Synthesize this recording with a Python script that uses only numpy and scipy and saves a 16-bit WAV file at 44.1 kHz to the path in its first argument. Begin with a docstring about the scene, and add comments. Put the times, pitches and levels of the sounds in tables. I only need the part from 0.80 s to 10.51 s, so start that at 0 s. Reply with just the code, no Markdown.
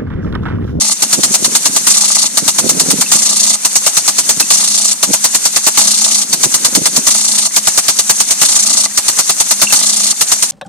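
"""An impact sprinkler sweeps to and fro beside a concrete path: going out, its arm slaps the jet about nine
times a second; coming back it chatters about three times as fast. Strokes gate hissing noise into splashes
and strike decaying modes of head and riser pipe. The jet hisses and spray patters as shaped noise, the riser
hums as a sine, and drops plink as damped sines. A breeze buffets the two microphone ports, and loud peaks
overload them."""
import sys
import numpy as np
from scipy import signal
from scipy.fft import rfft, irfft
from scipy.io import wavfile
from scipy.ndimage import uniform_filter1d

SR = 44100
rng = np.random.default_rng(int(sys.argv[2]) if len(sys.argv) > 2 else 0)


def store_pcm(level_fs):
    """Save levels as 16-bit WAV."""
    pcm = np.round(np.clip(level_fs, -1, 1) * 32767).astype(np.int16)
    wavfile.write(sys.argv[1], SR, np.atleast_2d(pcm).T)


N = 428211
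TIME = np.arange(N) / SR  # s
FREQ = np.arange(N // 2 + 1) * SR / N  # Hz
SHORT_TIME = TIME[:SR // 4]  # s, for envelopes and rings


def undb(db):
    """Logarithmic level: decibels become an amplitude gain."""
    return 10 ** (np.asarray(db) / 20)


def delay(x, seconds):
    """Propagation delay: the same sound a little later."""
    return np.interp(TIME - seconds, TIME, x, left=0)


def add(track, start, sound):
    """Linear superposition: a short sound is mixed into a track at a time in seconds."""
    i = max(int(start * SR), 0)
    track[..., i:i + sound.shape[-1]] += sound[..., :max(N - i, 0)]


def walk(rate):
    """Random modulation: smooth chance with a spread near 1, taking a new value rate times a second."""
    steps = rng.standard_normal(N // 8)
    return 1.33 * np.interp(TIME * rate, np.arange(len(steps)), steps)


def noise(spectrum, shared, grain_db=0):
    """Partial coherence: shaped noise of rms 1 at two ports, a share of its power common to both."""
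    hz, db = np.transpose(spectrum)
    # uneven droplet sizes make the noise grainy
    drops = rng.standard_normal((3, N)) * undb(grain_db * walk(2500))
    share = np.clip(shared, 0, 1)
    pair = np.sqrt(share) * drops[0] + np.sqrt(1 - share) * drops[1:]
    shape = undb(np.interp(np.log(FREQ + 1), np.log(hz), db))
    x = irfft(rfft(pair) * shape, N)
    return x / x.std()


def burst(rise, hold, fall):
    """Exponential decay: a level opens in rise s, stays until hold s and dies with time constant fall s."""
    opening = np.minimum(SHORT_TIME / rise, 1)
    return opening * np.exp(-np.maximum(SHORT_TIME - hold, 0) / fall)


def swell(centre, width):
    """Gaussian envelope: a bell of standard deviation width s, centre s after its start."""
    return np.exp(-((SHORT_TIME - centre) / width) ** 2 / 2)


def lowpass(x, hz):
    """Zero-phase filtering: the part of a sound below hz, not shifted in time."""
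    return signal.sosfiltfilt(signal.butter(4, hz, fs=SR, output="sos"), x)


def bumps(resonances):
    """Resonance: each (Hz, width Hz, dB) row lifts or dips the gain around its frequency."""
    return undb(sum(db / (1 + (2 * (FREQ - hz) / width) ** 2) for hz, width, db in resonances))


def beats(first, last, period):
    """Periodic motion: evenly spaced times from first to last, about period s apart."""
    return np.linspace(first, last, round((last - first) / period) + 1)


# Outward sweeps, the arm swinging evenly into the jet.
# Each row: first slap in seconds, last slap in seconds, relative force in dB.
OUTWARD_SWEEPS = [(0.221, 1.068, 0.2), (1.571, 2.316, -0.5), (2.848, 3.703, -0.1), (4.228, 4.971, 1),
                  (5.527, 6.267, 1), (6.763, 7.613, .5), (8.173, 8.922, 0.8), (9.408, 9.731, 0.7)]
# Single slaps that land harder than the rest. Each row: time in seconds, extra force in dB.
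HARDER_SLAPS = [(3.062, 2.5), (4.866, 8.5), (5.843, 4), (6.763, 3.5), (7.297, 6), (8.814, 13.5)]
SWING_S = 0.1064  # approximate period of a full swing
DWELL_S, TRIP_DWELL_S = 0.0102, 0.016  # time the spoon spends in the jet
TRIP_DB = 5.5  # extra force of the last slap
SLAP_SLIP_S, SLAP_SCATTER_DB = 0.0009, 1.9  # spread of timing and force


def slap_strokes():
    """Sprung oscillation: full swings of the arm, as rows of (s, force dB, time in the jet s)."""
    rows = []
    for first, last, sweep_db in OUTWARD_SWEEPS:
        for s in beats(first, last, SWING_S):
            extra_db = sum(extra for when, extra in HARDER_SLAPS if abs(when - s) < SWING_S / 2)
            # the last slap of a sweep trips the reverse: harder and longer
            trip_db, dwell = (TRIP_DB, TRIP_DWELL_S) if s == last else (0, DWELL_S)
            late, hard = rng.standard_normal(2)
            force_db = sweep_db + extra_db + trip_db + SLAP_SCATTER_DB * hard
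            rows.append((s + SLAP_SLIP_S * late, force_db, dwell))
    return rows


# Return sweeps, the arm chattering against the reversing stop.
# Each row: first stroke in seconds, last stroke in seconds, relative force in dB.
RETURN_SWEEPS = [(0.010, 0.11, -2.5), (1.102, 1.453, 0.5), (2.349, 2.732, -0.5), (3.735, 4.113, -.5),
                 (5.004, 5.413, -.5), (6.305, 6.649, -0.5), (7.649, 8.036, 0.5), (8.956, 9.3, -0.5)]
SHORT_SWING_S = 0.0349  # approximate period of a short swing
CHATTER_DB, KICK_DB = -1.06, 4.5  # force of the short swings; extra on the first
CHATTER_SLIP_S, CHATTER_SCATTER_DB = 0.00117, 1.4  # spread of timing and force


def chatter_strokes():
    """Oscillation against a stop: short swings of the arm, as rows of (s, force dB)."""
    rows = []
    for first, last, sweep_db in RETURN_SWEEPS:
        for s in beats(first, last, SHORT_SWING_S):
            kick_db = KICK_DB if s == first else 0  # kicked by the reverse
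            late, hard = rng.standard_normal(2)
            force_db = CHATTER_DB + sweep_db + kick_db + CHATTER_SCATTER_DB * hard
            rows.append((s + CHATTER_SLIP_S * late, force_db))
    return rows


# Spectrum of the water torn up by the arm. Each row: frequency in Hz, relative level in dB per Hz.
SPLASH_SPECTRUM = [(100, -87), (500, -23.5), (1600, -23.5), (2600, -17), (3400, -11.5), (4300, -4),
                   (5100, -4.5), (6400, 2), (8000, 0.5), (9400, -2.5), (10200, -12), (12000, -17),
                   (14000, -33.5)]
MIST_HZ, MIST_LAG_S, MIST_SHARE = 5400, 0.0052, 0.35  # part of the hiss above MIST_HZ trails as fine mist
SKIM_DB = -14  # all through a return sweep the spoon skims the jet


def splashes(slaps, chatter):
    """Jet break-up: the spoon shreds the jet while in it, a coarse tearing first, finer mist just after."""
    slap_level, chatter_power = np.zeros((2, N))
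    # the first bite into the jet is the hardest; the shredded water then thins out
    bite = 1 + undb(-0.5) * burst(rise=0.001, hold=0.0048, fall=0.0035)
    for s, db, dwell in slaps:
        cut = bite * burst(rise=0.0038, hold=dwell, fall=0.013)
        add(slap_level, s - 0.001, undb(0.44 * db) * cut)
    short_cut = burst(rise=0.003, hold=0.015, fall=0.008)
    for s, db in chatter:
        add(chatter_power, s - 0.0015, (undb(db) * short_cut) ** 2)

    returning = np.zeros(N)
    for first, last, _ in RETURN_SWEEPS:
        returning += (TIME > first - SHORT_SWING_S / 2) & (TIME < last + SHORT_SWING_S * 0.75)
    skim = undb(SKIM_DB) * uniform_filter1d(returning, size=400)

    # the three kinds of spray add in power
    sheet = np.sqrt((undb(-2) * slap_level) ** 2 + undb(-5.2) ** 2 * chatter_power + skim ** 2)
    mist = (1 - MIST_SHARE) * sheet + MIST_SHARE * delay(sheet, MIST_LAG_S)
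    hiss = undb(0.83 * walk(300)) * noise(SPLASH_SPECTRUM, shared=0.34, grain_db=1.0)
    coarse = lowpass(hiss, MIST_HZ)
    return sheet * coarse + mist * (hiss - coarse)


# Ringing modes of head and riser. Each row: frequency in Hz, decay by 60 dB in seconds, relative level in dB.
BODY_MODES = [(208.2, 0.35, -14.5), (281, 0.078, -2.5), (540, 0.052, -35), (636, 0.072, -3),
              (684, 0.076, 0.5), (832, 0.17, -7), (863, 0.031, 6.5), (991, 0.06, 0.5), (1160, 0.045, 5.5),
              (1222, 0.04, 2), (2020, 0.024, 7), (2813, 0.063, -0.5), (4320, 0.026, 16)]
# Spectrum of the crack as the arm meets jet and frame. Each row: frequency in Hz, relative level in dB per Hz.
CRACK_SPECTRUM = [(30, -23), (150, -3.5), (480, -4.5), (700, 2.5), (1200, 2.5), (1600, -2), (3000, -1.5),
                  (6000, -14), (14000, -2)]


def knocks(slaps, chatter):
    """Modal excitation: the arm strikes the frame and bounces; blows crack and ring head and riser."""
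    cracks, blows = np.zeros((2, N))
    for (s, db, dwell), (bounce, slip) in zip(slaps, rng.standard_normal((len(slaps), 2))):
        # the strike, then the bounce as the spoon leaves the jet
        for lag, share_db in ((0.0015, 2), (1.05 * dwell, -7 + 2 * bounce)):
            add(cracks, s + lag, undb(db + share_db) * burst(rise=0.0022, hold=0.0044, fall=0.007))
            add(blows, s + lag + 0.004 + 0.0005 * slip, undb([0.58 * db + share_db]))
    for (s, db), luck in zip(chatter, rng.standard_normal((len(chatter), 2, 2))):
        # on the short swing the arm hits the frame, then the reversing stop
        for lag, (late, hard) in zip((0.0095, 0.0235), luck):
            add(blows, s + lag + 0.00185 * late, undb([0.5 * db - 8 + 3.2 * hard]))

    body = np.zeros((2, N))
    for hz, t60, db in BODY_MODES:
        ring = undb(db - 60 * SHORT_TIME / t60) * np.cos(2 * np.pi * hz * SHORT_TIME)
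        # no two blows land on the same spot, so each wakes the modes differently, and differently per port
        wake = undb(2.2 * walk(50)) + 0.39 * np.array([walk(50), walk(50)])
        body += signal.oaconvolve(blows * wake, ring[None], axes=1)[:, :N]
    crack_noise = noise(CRACK_SPECTRUM, shared=0.4, grain_db=2.5)
    return undb(-28.0) * body + undb(-11.0) * cracks * crack_noise


# Spectrum of the free jet and its falling spray. Each row: frequency in Hz, relative level in dB per Hz.
SPRAY_SPECTRUM = [(60, -28), (130, -20), (400, -17), (800, -12.5), (1700, -12.5), (3300, -11), (4300, -4),
                  (5200, -4), (6200, 5.5), (8800, 2), (10200, -5.5), (12000, -11.5), (14000, -21.5)]


def spray(slaps):
    """Turbulent jet noise: a steady hiss sizzles as the arm nears, and each thrown sheet lands later."""
    grazing, landing = np.zeros((2, N))
    # a stroke after more than half a second starts from rest and grazes the jet less beforehand
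    from_rest = np.diff([row[0] for row in slaps], prepend=-1) > 0.5
    luck = rng.standard_normal((len(slaps), 2))
    for (s, _, _), rested, (graze, land) in zip(slaps, from_rest, luck):
        add(grazing, s - 0.06, undb(1.2 * graze - 3.1 * rested) * swell(centre=0.056, width=0.024))
        add(landing, s, undb(1.0 * land) * swell(centre=0.078, width=0.044))
    jet_level = np.hypot(undb(-20.5), undb(-14) * grazing)
    jet = jet_level * noise(SPRAY_SPECTRUM, shared=0.3, grain_db=-1.0)
    patter = undb(-19.5) * landing * noise(SPRAY_SPECTRUM, shared=0.35, grain_db=-1)
    return (jet + patter) * undb(0.35 * walk(60))


# Hollows of nozzle and spoon. Each row: frequency in Hz, width in Hz, gain in dB.
NOZZLE_HOLLOWS = [(3570, 120, 4.5), (4505, 40, 6), (4720, 170, -2), (5130, 270, 1), (5870, 200, 5),
                  (6030, 123, -12.5), (6150, 130, 4), (7130, 270, 0.5)]


def hollows(x):
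    """Cavity resonance: the hollows of nozzle and spoon colour all the hiss."""
    return irfft(rfft(x) * bumps(NOZZLE_HOLLOWS), N)


def gurgle(x, depth_db, rate):
    """Amplitude modulation: changing sheets and beads make each band up to 8 kHz flicker on its own."""
    out, below = 0, 0
    # all below 2 kHz is one band, then come half octaves
    for edge_hz in 2000 * np.sqrt(2) ** np.arange(5):
        low = lowpass(x, edge_hz)
        out = out + (low - below) * undb(depth_db * walk(rate))
        below = low
    return out + (x - below)


# Spectrum of water rushing through the riser. Each row: frequency in Hz, relative level in dB per Hz.
FLOW_SPECTRUM = [(25, -42), (90, -48), (150, 1), (205, 10), (240, 8), (290, 3.5), (350, -5), (600, -24.5),
                 (2000, -50)]
RISER_HZ = 211.4  # lowest resonance


def riser(chatter):
    """Forced resonance: water rushes in the pipe, and the chattering arm shakes it into a hum."""
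    shaking = np.zeros(N)
    for s, _ in chatter:
        add(shaking, s - 0.02, swell(centre=0.014, width=0.021))
    cycles = np.cumsum(RISER_HZ + 1.6 * walk(9)) / SR
    hum = np.sin(2 * np.pi * cycles) * undb(1.3 * walk(20))
    rush = (undb(-45.0) + undb(-53) * shaking) * noise(FLOW_SPECTRUM, shared=1.0)
    return rush + (undb(-45.0) + undb(-37.5) * shaking) * hum


# Stray drops that plink close by. Each row: start in seconds, pitch in Hz, level in dB.
CLOSE_DROPS = [(2.262, 2660, -16), (3.627, 2620, -16), (6.742, 2190, -24), (8.871, 2750, -7.5),
               (8.904, 2680, -12)]


def plinks():
    """Bubble resonance: landing drops trap a ringing bubble, a few close by and many small on the path."""
    out = np.zeros(N)
    for s, hz, db in CLOSE_DROPS:
        envelope = burst(rise=0.00081, hold=0.0017, fall=0.0069)
        add(out, s, undb(db) * envelope * np.sin(2 * np.pi * hz * SHORT_TIME))
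    t = TIME[:SR // 40]
    for when, pitch, size in rng.random(size=(500, 3)):
        cycles = 1900 * 2 ** (1.6 * pitch) * t
        db = -39 + 15 * size ** 3
        add(out, when * N / SR, undb(db) * np.exp(-cycles / 11) * np.sin(2 * np.pi * cycles))
    return out


# Spells of breeze. Each row: middle in seconds, half-length in seconds, relative level in dB.
BREEZE_SPELLS = [(.62, 0.24, -20), (2.05, 0.27, -17.5), (3.447, 0.21, -28.5), (5.63, .1, -24),
                 (6.073, 0.21, -22.5)]
# The strongest eddies. Each row: time in seconds, relative left level in dB, relative right level in dB.
EDDY_THUMPS = [(0.335, -17, -22), (0.399, -16, -1.5), (0.629, -12, -25), (1.632, -32, -10.5),
               (1.849, -18, -6.5), (1.866, -22, -3.5), (2.096, -18, -5), (2.141, -21, -9.5),
               (4.288, -23, -8.5), (4.309, -15, -7), (5.985, -19, -1.5), (6.024, -21, -7), (8.828, -9, -20)]
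# Spectrum of wind in the ports. Each row: frequency in Hz, relative level in dB per Hz.
WIND_SPECTRUM = [(30, -45), (90, -30), (150, -2.5), (220, 3), (400, -5.5), (600, -10.5), (1000, -30.5),
                 (3000, -60)]


def wind():
    """Turbulent pressure: spells of breeze flutter on the ports; now and then a strong eddy thumps."""
    breeze = sum(undb(db) * np.exp(-((TIME - s) / half) ** 2 / 2) for s, half, db in BREEZE_SPELLS)
    lee_db = -9  # the left port lies in the lee
    flutter = breeze * undb([[lee_db], [0]]) * undb(4.0 * walk(45))
    eddies = np.zeros((2, N))
    for s, left_db, right_db in EDDY_THUMPS:
        add(eddies, s - 0.04, undb([[left_db], [right_db]]) * swell(centre=0.037, width=0.0071))
    level = undb(-7.0) * np.hypot(flutter, eddies) * undb(3.9 * walk(160))
    return level * noise(WIND_SPECTRUM, shared=0.59)


# By how much the left port leads the right. 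Each row: frequency in Hz, phase lead in radians.
PORT_LEAD = [(0, 0), (860, 0.13), (2760, -0.1), (3450, 2.5), (4480, 1.5), (5080, 2.5), (5770, 2.5),
             (6630, 1.58), (7580, 1.8), (9730, 6), (10400, 6.0), (10900, 3.5), (11200, 6), (13500, 7.5)]


def lag_right(right):
    """Interaural phase difference: the right port hears each frequency later in phase than the table's left."""
    lag = np.exp(-1j * np.interp(FREQ, *np.transpose(PORT_LEAD)))
    return irfft(rfft(right) * lag, N)


def scene():
    """Superposition and reflection: the sprinkler stands a little to the left; the path echoes it briefly."""
    slaps, chatter = slap_strokes(), chatter_strokes()
    water = hollows(splashes(slaps, chatter) + spray(slaps))
    left, right = gurgle(water, depth_db=1.87, rate=90) + knocks(slaps, chatter) + riser(chatter)
    near = np.array([left, lag_right(right)])
    path_echo = np.array([delay(x, 0.0049) for x in near])
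    return near + undb(-32.0) * path_echo + wind() + plinks()


# Colour of each microphone port. Each row: frequency in Hz, width in Hz, gain in dB.
LEFT_COLOUR = [(1250, 1900, 1.5), (6340, 2300, 0.5), (8000, 2800, -2.5)]
RIGHT_COLOUR = [(1610, 3900, -0.5), (6450, 3700, -4.5), (8510, 570, 5)]
CEILING = 0.92  # full scale is 1
LOW_CUT_HZ, TOP_HZ = 55, 14000


def record(dry):
    """Overload and band limiting: ports colour the sound, loud peaks clip, deep bass and top are cut."""
    heard = irfft(rfft(dry) * np.array([bumps(LEFT_COLOUR), bumps(RIGHT_COLOUR)]), N)
    clipped = np.clip(heard, -CEILING, CEILING)
    low_cut = signal.butter(2, LOW_CUT_HZ, "highpass", fs=SR, output="sos")
    top_cut = signal.ellip(8, 0.2, 70, TOP_HZ, fs=SR, output="sos")
    return signal.sosfilt(top_cut, signal.sosfilt(low_cut, clipped))


dry = scene()
out = record(dry)
store_pcm(out)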